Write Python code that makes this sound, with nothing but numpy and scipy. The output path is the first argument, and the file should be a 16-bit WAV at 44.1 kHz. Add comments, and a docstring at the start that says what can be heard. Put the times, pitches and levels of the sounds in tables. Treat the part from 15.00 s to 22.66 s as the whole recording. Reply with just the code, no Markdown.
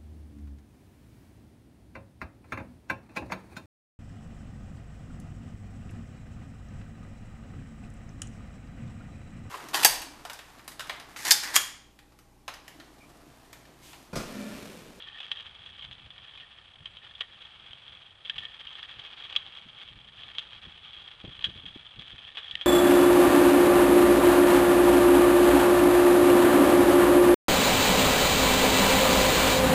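"""Training wheels on a concrete path

A child's bicycle rolls along a few steps ahead. Impacts of grit excite the modes of its hard plastic
training wheels, a rattle that swells with each pedal stroke over the rush of the tyres. The wheels
clack over the joints between slabs and tick on their loose axles. Light wind puffs at the microphone
over a quiet lakeside."""
import sys
import numpy as np
from scipy import signal
from scipy.fft import rfft, irfft, next_fast_len
from scipy.io import wavfile

SR = 44100
rng = np.random.default_rng(int(sys.argv[2]) if len(sys.argv) > 2 else 0)


def persist_wave(psi):
    """Save psi, clipped to +-1, as 16-bit WAV."""
    counts = np.round(np.clip(psi, -1, 1) * 32767).astype(np.int16)
    wavfile.write(sys.argv[1], SR, np.atleast_2d(counts).T)


N = 337806
TIME = np.arange(N) / SR

# Roughness of the slabs. Each row: time in seconds, relative levels of rattle and of tyre noise in dB.
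SLAB_ROUGHNESS = [(0, -41, -56.5), (0.1, -49.5, -60), (0.3, -44, -58), (0.52, -46, -58.5),
                  (0.9, -49.5, -62.5), (1.35, -50, -60), (1.7, -51.5, -62.5), (2.4, -52.5, -60.5),
                  (2.9, -50, -60.5), (3.19, -53.5, -63.5), (3.32, -45.0, -59), (4.25, -45.5, -54.5),
                  (4.72, -45.5, -58.0), (5.0, -51, -63), (5.35, -43.5, -56.5), (5.7, -49.5, -59),
                  (6.5, -45.0, -60.5), (7.2, -48, -61.0), (7.66, -42.5, -56)]


def rolling():
    """Roughness excitation: wheels rattle and tyres rush in clumps; pedalling modulates the rattle."""
    # Spectrum of rubber on concrete. Each row: frequency in Hz, relative density in dB.
    tyre_spectrum = [(150, -17), (350, -6.5), (620, -12), (820, -1), (980, -4), (1220, 0.5), (1450, -0.5),
                     (2050, -3.5), (2500, 1), (3300, 2.5), (4300, -10), (6000, -25), (10000, -46)]
    slab_db, tyre_db = follow(SLAB_ROUGHNESS)
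    strokes_per_s, first_stroke_s = 1.96, 0.29
    strokes = strokes_per_s * (TIME - first_stroke_s)
    lean = np.cos(2 * np.pi * strokes)  # each stroke rocks the bicycle onto a training wheel
    strong_leg = np.cos(np.pi * strokes)  # one leg pushes harder
    skips = wander(rate_hz=30)
    grit = rattle(grains_per_s=480, spread_db=3.0, damping=0.69, weight_db=5.5, bracket_db=-17.5)
    wheels = grit * amp(2.44 * skips)
    rattle_db = slab_db - 3.5 + 1.14 * lean + 0.04 * strong_leg
    rush_db = tyre_db + 2.5 + 2.0 * skips + 0.04 * strong_leg
    return wheels * amp(rattle_db) + bracket(wheels, strong_leg) + noise(tyre_spectrum) * amp(rush_db)


def rattle(grains_per_s, spread_db, damping, weight_db, bracket_db, spots=24):
    """Superposition of random impacts: grit strikes mostly lightly, and each rim spot rings differently."""
    out = np.zeros(N)
    when, spot, force, sign = rng.random((int(grains_per_s * N / SR), 4)).T
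    force_db = spread_db * np.minimum(-np.log(1 - force), 3)
    strength = amp(force_db) * np.sign(sign - .5)
    for k, offset in enumerate(np.linspace(-1, 1, spots)):
        ring = wheel_ring(1 + .028 * offset, damping, weight_db, 2000, bracket_db, uneven_db=6)
        on_spot = (spot * spots).astype(int) == k
        impacts = np.bincount((when * N).astype(int), strength * on_spot, N)
        out += signal.oaconvolve(impacts, contact(ring, roughness=1.2))[:N]
    return evened(out)


def wheel_ring(tuning, damping, weight_db, bracket_hz, bracket_db, uneven_db=0, size=4096):
    """Modal impulse response of a wheel on its steel bracket; weight_db lifts the range below 2.2 kHz."""
    # Broad response of the mounted wheel. Each row: frequency in Hz, gain in dB.
    body_response = [(100, -57), (300, -37), (500, -28), (1000, -26), (2100, -19), (2900, -9.5),
                     (3550, -10.5), (3900, -17.5), (4200, -25), (5000, -29.5), (5700, -34.5), (8000, -41),
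                     (10500, -45)]
    # Resonances of the wheel. Each row: frequency in Hz, width in Hz, boost in dB, all nominal.
    wheel_modes = [(519, 77, 2.1), (804, 35, 4.7), (1181, 62, 8.3), (1680, 290, 1), (2238, 45, 6.1),
                   (2550, 39, 6.2), (3097, 140, 5), (3301, 177, 16.5), (3973, 56, 9.1), (4660, 200, 3.2),
                   (6370, 270, 2.4)]
    hz = abs(np.fft.fftfreq(size, 1 / SR))
    body_db = read(body_response, hz) + weight_db / (1 + (hz / 2200) ** 6)
    struck_db = uneven_db * rng.uniform(-0.4, 1, len(wheel_modes))  # the contact point favours some modes
    modes = sum(resonance(hz, centre * tuning, width * damping, boost + extra)
                for (centre, width, boost), extra in zip(wheel_modes, struck_db))
    modes += resonance(hz, bracket_hz, 110 * damping, bracket_db + 8)
    # A freer wheel rings longer and its modes stand out more.
    log_gain = np.log(amp(body_db)) + np.log(1 + modes / damping ** 2) / 2
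    minimum_phase = np.exp(signal.hilbert(log_gain).conj())  # causal: sudden start, then ringing
    return np.fft.ifft(minimum_phase).real[:size // 2]


def resonance(hz, centre, width, boost_db):
    """Lorentzian resonance: the power that one damped mode adds around its centre."""
    return amp(boost_db) ** 2 / (1 + (2 * (hz - centre) / width) ** 2)


def contact(ring, roughness, rise_s=.0005, size=256):
    """Multipoint contact: rough concrete meets the rim at many instants, colouring each blow anew."""
    u = np.arange(size) / SR / rise_s
    points = rng.standard_normal(size) * u * np.exp(-u)
    points *= roughness / np.linalg.norm(points)
    points[round(rise_s * SR)] += 1
    sound = signal.fftconvolve(ring, points)[:len(ring)]
    return sound * np.linalg.norm(ring) / np.linalg.norm(sound)


def bracket(wheels, strong_leg, centre_hz=1813):
    """Sympathetic resonance: a loose steel bracket sings with the rattle, most on the stronger stroke."""
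    # Singing of the bracket. Each row: time in seconds, mean level in dB.
    bracket_levels = [(0, -59.5), (.6, -74.5), (1.4, -67.5), (2.1, -70), (2.9, -80), (3.7, -58), (4.5, -75),
                      (7.2, -74), (7.66, -62)]
    ringing = signal.lfilter(*signal.iirpeak(centre_hz, Q=7, fs=SR), wheels)
    ringing = signal.lfilter(*signal.iirpeak(centre_hz, Q=14, fs=SR), ringing)
    level_db = follow(bracket_levels)[0] + 4.5 * strong_leg + 4 * wander(rate_hz=13)
    return evened(ringing) * amp(level_db)


def clacks():
    """Impact excitation: the wheels drop into joints and slap back on the concrete."""
    # Blows at joints and bumps. Each row: start in seconds, nominal peak in dB, factor on the mode widths,
    # low-frequency weight in dB, bracket frequency in Hz, its relative boost in dB, chatter in dB,
    # chatter decay in seconds.
    joint_blows = [ (0.3156, -15, 0.91, -1.5, 1804, 10, -4, .007),
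                   (1.8571, -26.5, 0.6, 3.5, 1800, -3, 0, 0.0099),
                   (2.2054, -32, 1.3, -5, 1700, -3, -6, .003),
                   (2.2079, -16.5, 0.93, 5, 1760, 4, -1, 0.0062),
                   (2.215, -27, 1.2, 10, 1870, 12, 1.5, 0.017),
                   (3.2969, -16.5, 1, -6.5, 1700, 16, -0.5, 0.0049),
                   (3.306, -34, .55, -1, 1800, 23, -6, 0.0087), (3.381, -24, 1.0, 2, 1800, -1, 5, 0.0086),
                   (3.4527, -25.5, 0.71, -3, 1800, -6, -12, .004),
                   (4.3619, -11, 0.73, -6.5, 1200, -2, -9.5, .004),
                   (4.3652, -14.5, 0.84, -4, 1200, -4, -6, 0.0056),
                   (5.3836, -17.5, 1.0, -3, 1500, 1, -3, .008),
                   (6.4423, -13.5, 1.0, -3.5, 1680, 9.5, -0.5, 0.0028),
                   (6.4519, -24, 0.91, -1, 1650, 10, 4.5, 0.014),
                   (6.6549, -33, 0.89, 4.5, 1800, 3, 9, .025), (7.371, -24, 1.4, 9.5, 1600, -1, 6, 0.015),
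                   (7.3793, -24, 2.3, 5.5, 1600, 7, 2.5, 0.015),
                   (7.5110, -24.5, 0.89, -11, 1800, -6, 0, 0.027),
                   (7.5535, -16, 1.8, -14, 1880, 21.5, -1.5, 0.0011),
                   (7.6119, -21, 0.73, 5.5, 1800, 0, -2, 0.0078), ]
    out = np.zeros(N)
    for start_s, peak_db, damping, weight_db, bracket_hz, bracket_db, chatter_db, decay_s in joint_blows:
        ring = wheel_ring(0.99, damping, weight_db, bracket_hz, bracket_db)
        add(out, start_s, blow(peak_db, ring, roughness=.3, chatter_db=chatter_db, decay_s=decay_s))
    return out


def blow(peak_db, ring, roughness, chatter_db, decay_s, rebounds_per_s=2200, dull_hz=6500, size=4096):
    """Compliant impact: the plastic gives and dulls the first contact; crisper rebounds then die away."""
    t = np.arange(size) / SR
    rebounds = rng.standard_normal(size) * (rng.random(size) < rebounds_per_s / SR)
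    rebounds *= (t > .0015) * np.exp(-t / max(decay_s, 1e-3))  # the wheel is briefly airborne first
    chatter = signal.fftconvolve(rebounds, ring)[:size]
    chatter *= np.linalg.norm(ring) / (np.linalg.norm(chatter) + 1e-12)
    first = np.pad(contact(ring, roughness), (0, size - len(ring)))
    dulled = signal.lfilter(*signal.butter(2, dull_hz, fs=SR), first)
    return amp(peak_db) * (dulled + amp(chatter_db) * chatter) / abs(ring).max()


def ticks():
    """Mechanical play: the loose wheels knock lightly against their axles."""
    # The clearest knocks. Each row: start in seconds, nominal peak in dB, chatter in dB.
    axle_knocks = [(.0231, -29, -14), (.183, -34, 4), (.2023, -28.5, 5), (.23, -31.5, 4.5),
                   (.2813, -32, -6), (.3707, -38, 9), (.3985, -31, 0), (.4653, -31.5, -10), (.7926, -40, 8),
                   (.8234, -32.5, 2.5), (.8485, -28, 0.5), (.912, -32, 0), (.9274, -34, 0),
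                   (1.1045, -33, -9), (1.3748, -35.5, 5), (1.3996, -35, 3), (1.9692, -34.5, 3),
                   (2.151, -36, 5), (2.4187, -36, 4.5), (2.4543, -38, -13), (2.7092, -38.5, 2),
                   (2.7319, -30, -16), (2.8799, -33.5, -8), (3.2498, -34.5, 8.5), (3.2738, -35, 3),
                   (3.358, -32, 4), (3.6691, -35, 8.5), (3.7529, -35, 4), (3.829, -27, -4),
                   (3.9929, -32.5, 5), (4.0627, -32.5, 3), (4.2373, -30.5, 1), (4.2482, -31.5, 3),
                   (4.3251, -30.5, 6), (4.3537, -25, -6), (5.2347, -32, -5), (5.9319, -34.5, 2),
                   (6.2492, -33.5, 0), (6.3925, -29, -9), (6.8663, -32.5, -3), (6.9945, -27.5, -7),
                   (7.1809, -34, 6)]
    out = np.zeros(N)
    for start_s, peak_db, chatter_db in list(axle_knocks) + stray_knocks():
        tuning = rng.uniform(.96, 1.03)
        ring = wheel_ring(tuning, damping=1.2, weight_db=4.5, bracket_hz=1850, bracket_db=-5.5, uneven_db=9)
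        add(out, start_s, blow(peak_db, ring, roughness=0.4, chatter_db=chatter_db, decay_s=0.0099))
    return out


def stray_knocks(per_s=7, over_slab_db=6.5, spread_db=2):
    """A random point process: further rows of faint axle knocks, harder on rougher slabs."""
    knock_db = follow(SLAB_ROUGHNESS)[0] + over_slab_db
    draws = rng.random((int(per_s * N / SR), 3))
    return [(when * N / SR, knock_db[int(when * N)] + spread_db * (2 * force - 1), 6 * (2 * loose - 1))
            for when, force, loose in draws]


def wind():
    """Turbulent pressure at the microphone: a lumpy low rumble with fluttering buffets."""
    # Strength of the breeze. Each row: time in seconds, relative level in dB.
    breeze_levels = [(0.0, -66.5), (1.0, -64.5), (1.21, -65.5), (1.85, -68.5), (2.09, -67.5), (4.5, -67.5),
                     (5.08, -63.5), (5.97, -64.5), (6.25, -67.5), (6.47, -55.5), (6.89, -66.5), (7.66, -67)]
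    # Spectrum of the rumble. Each row: frequency in Hz, relative density in dB.
    wind_spectrum = [(15, -12.5), (40, 1), (80, 4), (130, 0), (200, -5.5), (320, -14.5), (600, -23.5),
                     (1500, -43.5)]
    rumble = noise(wind_spectrum) * amp(follow(breeze_levels)[0] + 0.5 + 1.9 * wander(rate_hz=14))
    return rumble + buffets() * amp(2.5 * wander(rate_hz=45))


def buffets(low_hz=45, edge_hz=195, edge_at_db=-50.5, db_per_octave=16):
    """Passing eddies: bursts of low noise whose bandwidth grows the harder they hit."""
    # Single puffs of air. Each row: start in seconds, nominal level at the crest in dB, length in seconds.
    puffs = [(0.831, -56.5, 0.11), (1.02, -57, 0.074), (1.769, -58.5, 0.11), (2.691, -60.5, 0.039),
             (3.3, -59.5, 0.13), (3.96, -55.5, 0.04), (4.656, -52.5, 0.025), (4.891, -57, 0.12),
             (5.641, -51, 0.034), (6.243, -40.5, 0.013), (6.272, -47.5, 0.033), (6.46, -45, 0.037),
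             (6.56, -48.5, 0.021), (6.638, -52.5, .026), (6.763, -40.5, 0.0066), (6.964, -49.5, 0.048),
             (7.129, -52, 0.025), (7.535, -53.5, 0.022)]
    out = np.zeros(N)
    for start_s, crest_db, length_s in puffs:
        u = np.arange(SR // 2) / SR / (length_s / 2)
        top_hz = edge_hz * 2 ** ((crest_db - edge_at_db) / db_per_octave)
        band = signal.butter(2, [low_hz, max(top_hz, 2 * low_hz)], "bandpass", fs=SR, output="sos")
        eddy = signal.sosfilt(band, rng.standard_normal(SR))[-len(u):]
        swell = (u * np.exp(1 - u)) ** 1.3
        add(out, start_s - .004, amp(crest_db) * evened(eddy * swell) * np.sqrt(np.mean(swell ** 2)))
    return out


def chirps():
    """Linear frequency sweeps: thin, rising tones barely above the hiss."""
    # Faint glides. Each row: start and length in seconds, first and last frequency in Hz, level in dB.
    glides = [(1.9, .035, 7100, 8100, -78), (3.728, .038, 7160, 8500, -76)]
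    out = np.zeros(N)
    for start_s, length_s, from_hz, to_hz, level_db in glides:
        hz = np.linspace(from_hz, to_hz, int(length_s * SR))
        tone = np.sin(2 * np.pi * np.cumsum(hz) / SR)
        add(out, start_s, amp(level_db) * tone * signal.windows.tukey(len(hz), .5))
    return out


def background(whine_hz=7988):
    """The noise floor: open air, the microphone's hiss and a thin electronic whine."""
    # Spectra of the open air and of the hiss. Each row: frequency in Hz, relative density in dB.
    air_spectrum = [(20, 7.5), (100, 8.5), (300, -3.5), (700, 8), (1500, -5.5), (3200, 2.5), (5000, -29.5),
                    (8000, -46)]
    hiss_spectrum = [(20, 0), (10200, 0), (11000, -8), (11600, -16)]
    electronics = amp(-81) * noise(hiss_spectrum) + amp(-91) * np.sin(2 * np.pi * whine_hz * TIME)
    return amp(-67.5) * noise(air_spectrum) + electronics


def noise(spectrum):
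    """Spectral shaping: white noise takes the given spectrum, at rms 1."""
    size = next_fast_len(N, True)
    gain = amp(read(spectrum, np.fft.rfftfreq(size, 1 / SR)))
    return evened(irfft(rfft(rng.standard_normal(size)) * gain, size)[:N])


def wander(rate_hz, size=4096):
    """Low-pass noise: a random wobble of rms 1 that rolls off above the rate."""
    span_s = N / SR
    hz = np.fft.rfftfreq(size, span_s / size)
    slow = irfft(rfft(rng.standard_normal(size)) / (1 + (hz / rate_hz) ** 4))
    return evened(np.interp(TIME, np.linspace(0, span_s, size), slow))


def amp(db):
    """Decibels as an amplitude ratio."""
    return 10 ** (np.asarray(db) / 20)


def evened(x):
    """Normalisation to rms 1."""
    return x / np.sqrt(np.mean(x ** 2) + 1e-20)


def read(points, hz):
    """Interpolation of a spectrum on a log-frequency axis."""
    point_hz, db = np.transpose(points)
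    return np.interp(np.log(hz + 1), np.log(point_hz + 1), db)


def follow(rows):
    """Linear interpolation of each level column at every sample."""
    times_s, *columns = np.transpose(rows)
    return [np.interp(TIME, times_s, column) for column in columns]


def add(mix, start_s, sound):
    """Superposition of a sound on the mix from a given time."""
    part = mix[max(round(start_s * SR), 0):][:len(sound)]
    part += sound[:len(part)]


def scene():
    """Linear superposition: all sources sum in one channel."""
    return (rolling() + clacks() + ticks() + wind() + chirps() + background())[None]


def record(dry):
    """Band limiting: a linear-phase low-pass filter removes the highest treble."""
    low_pass = signal.firwin(255, cutoff=11500, window=("kaiser", 8), fs=SR)
    return signal.oaconvolve(dry, low_pass[None], "same")


dry = scene()
out = record(dry)
persist_wave(out)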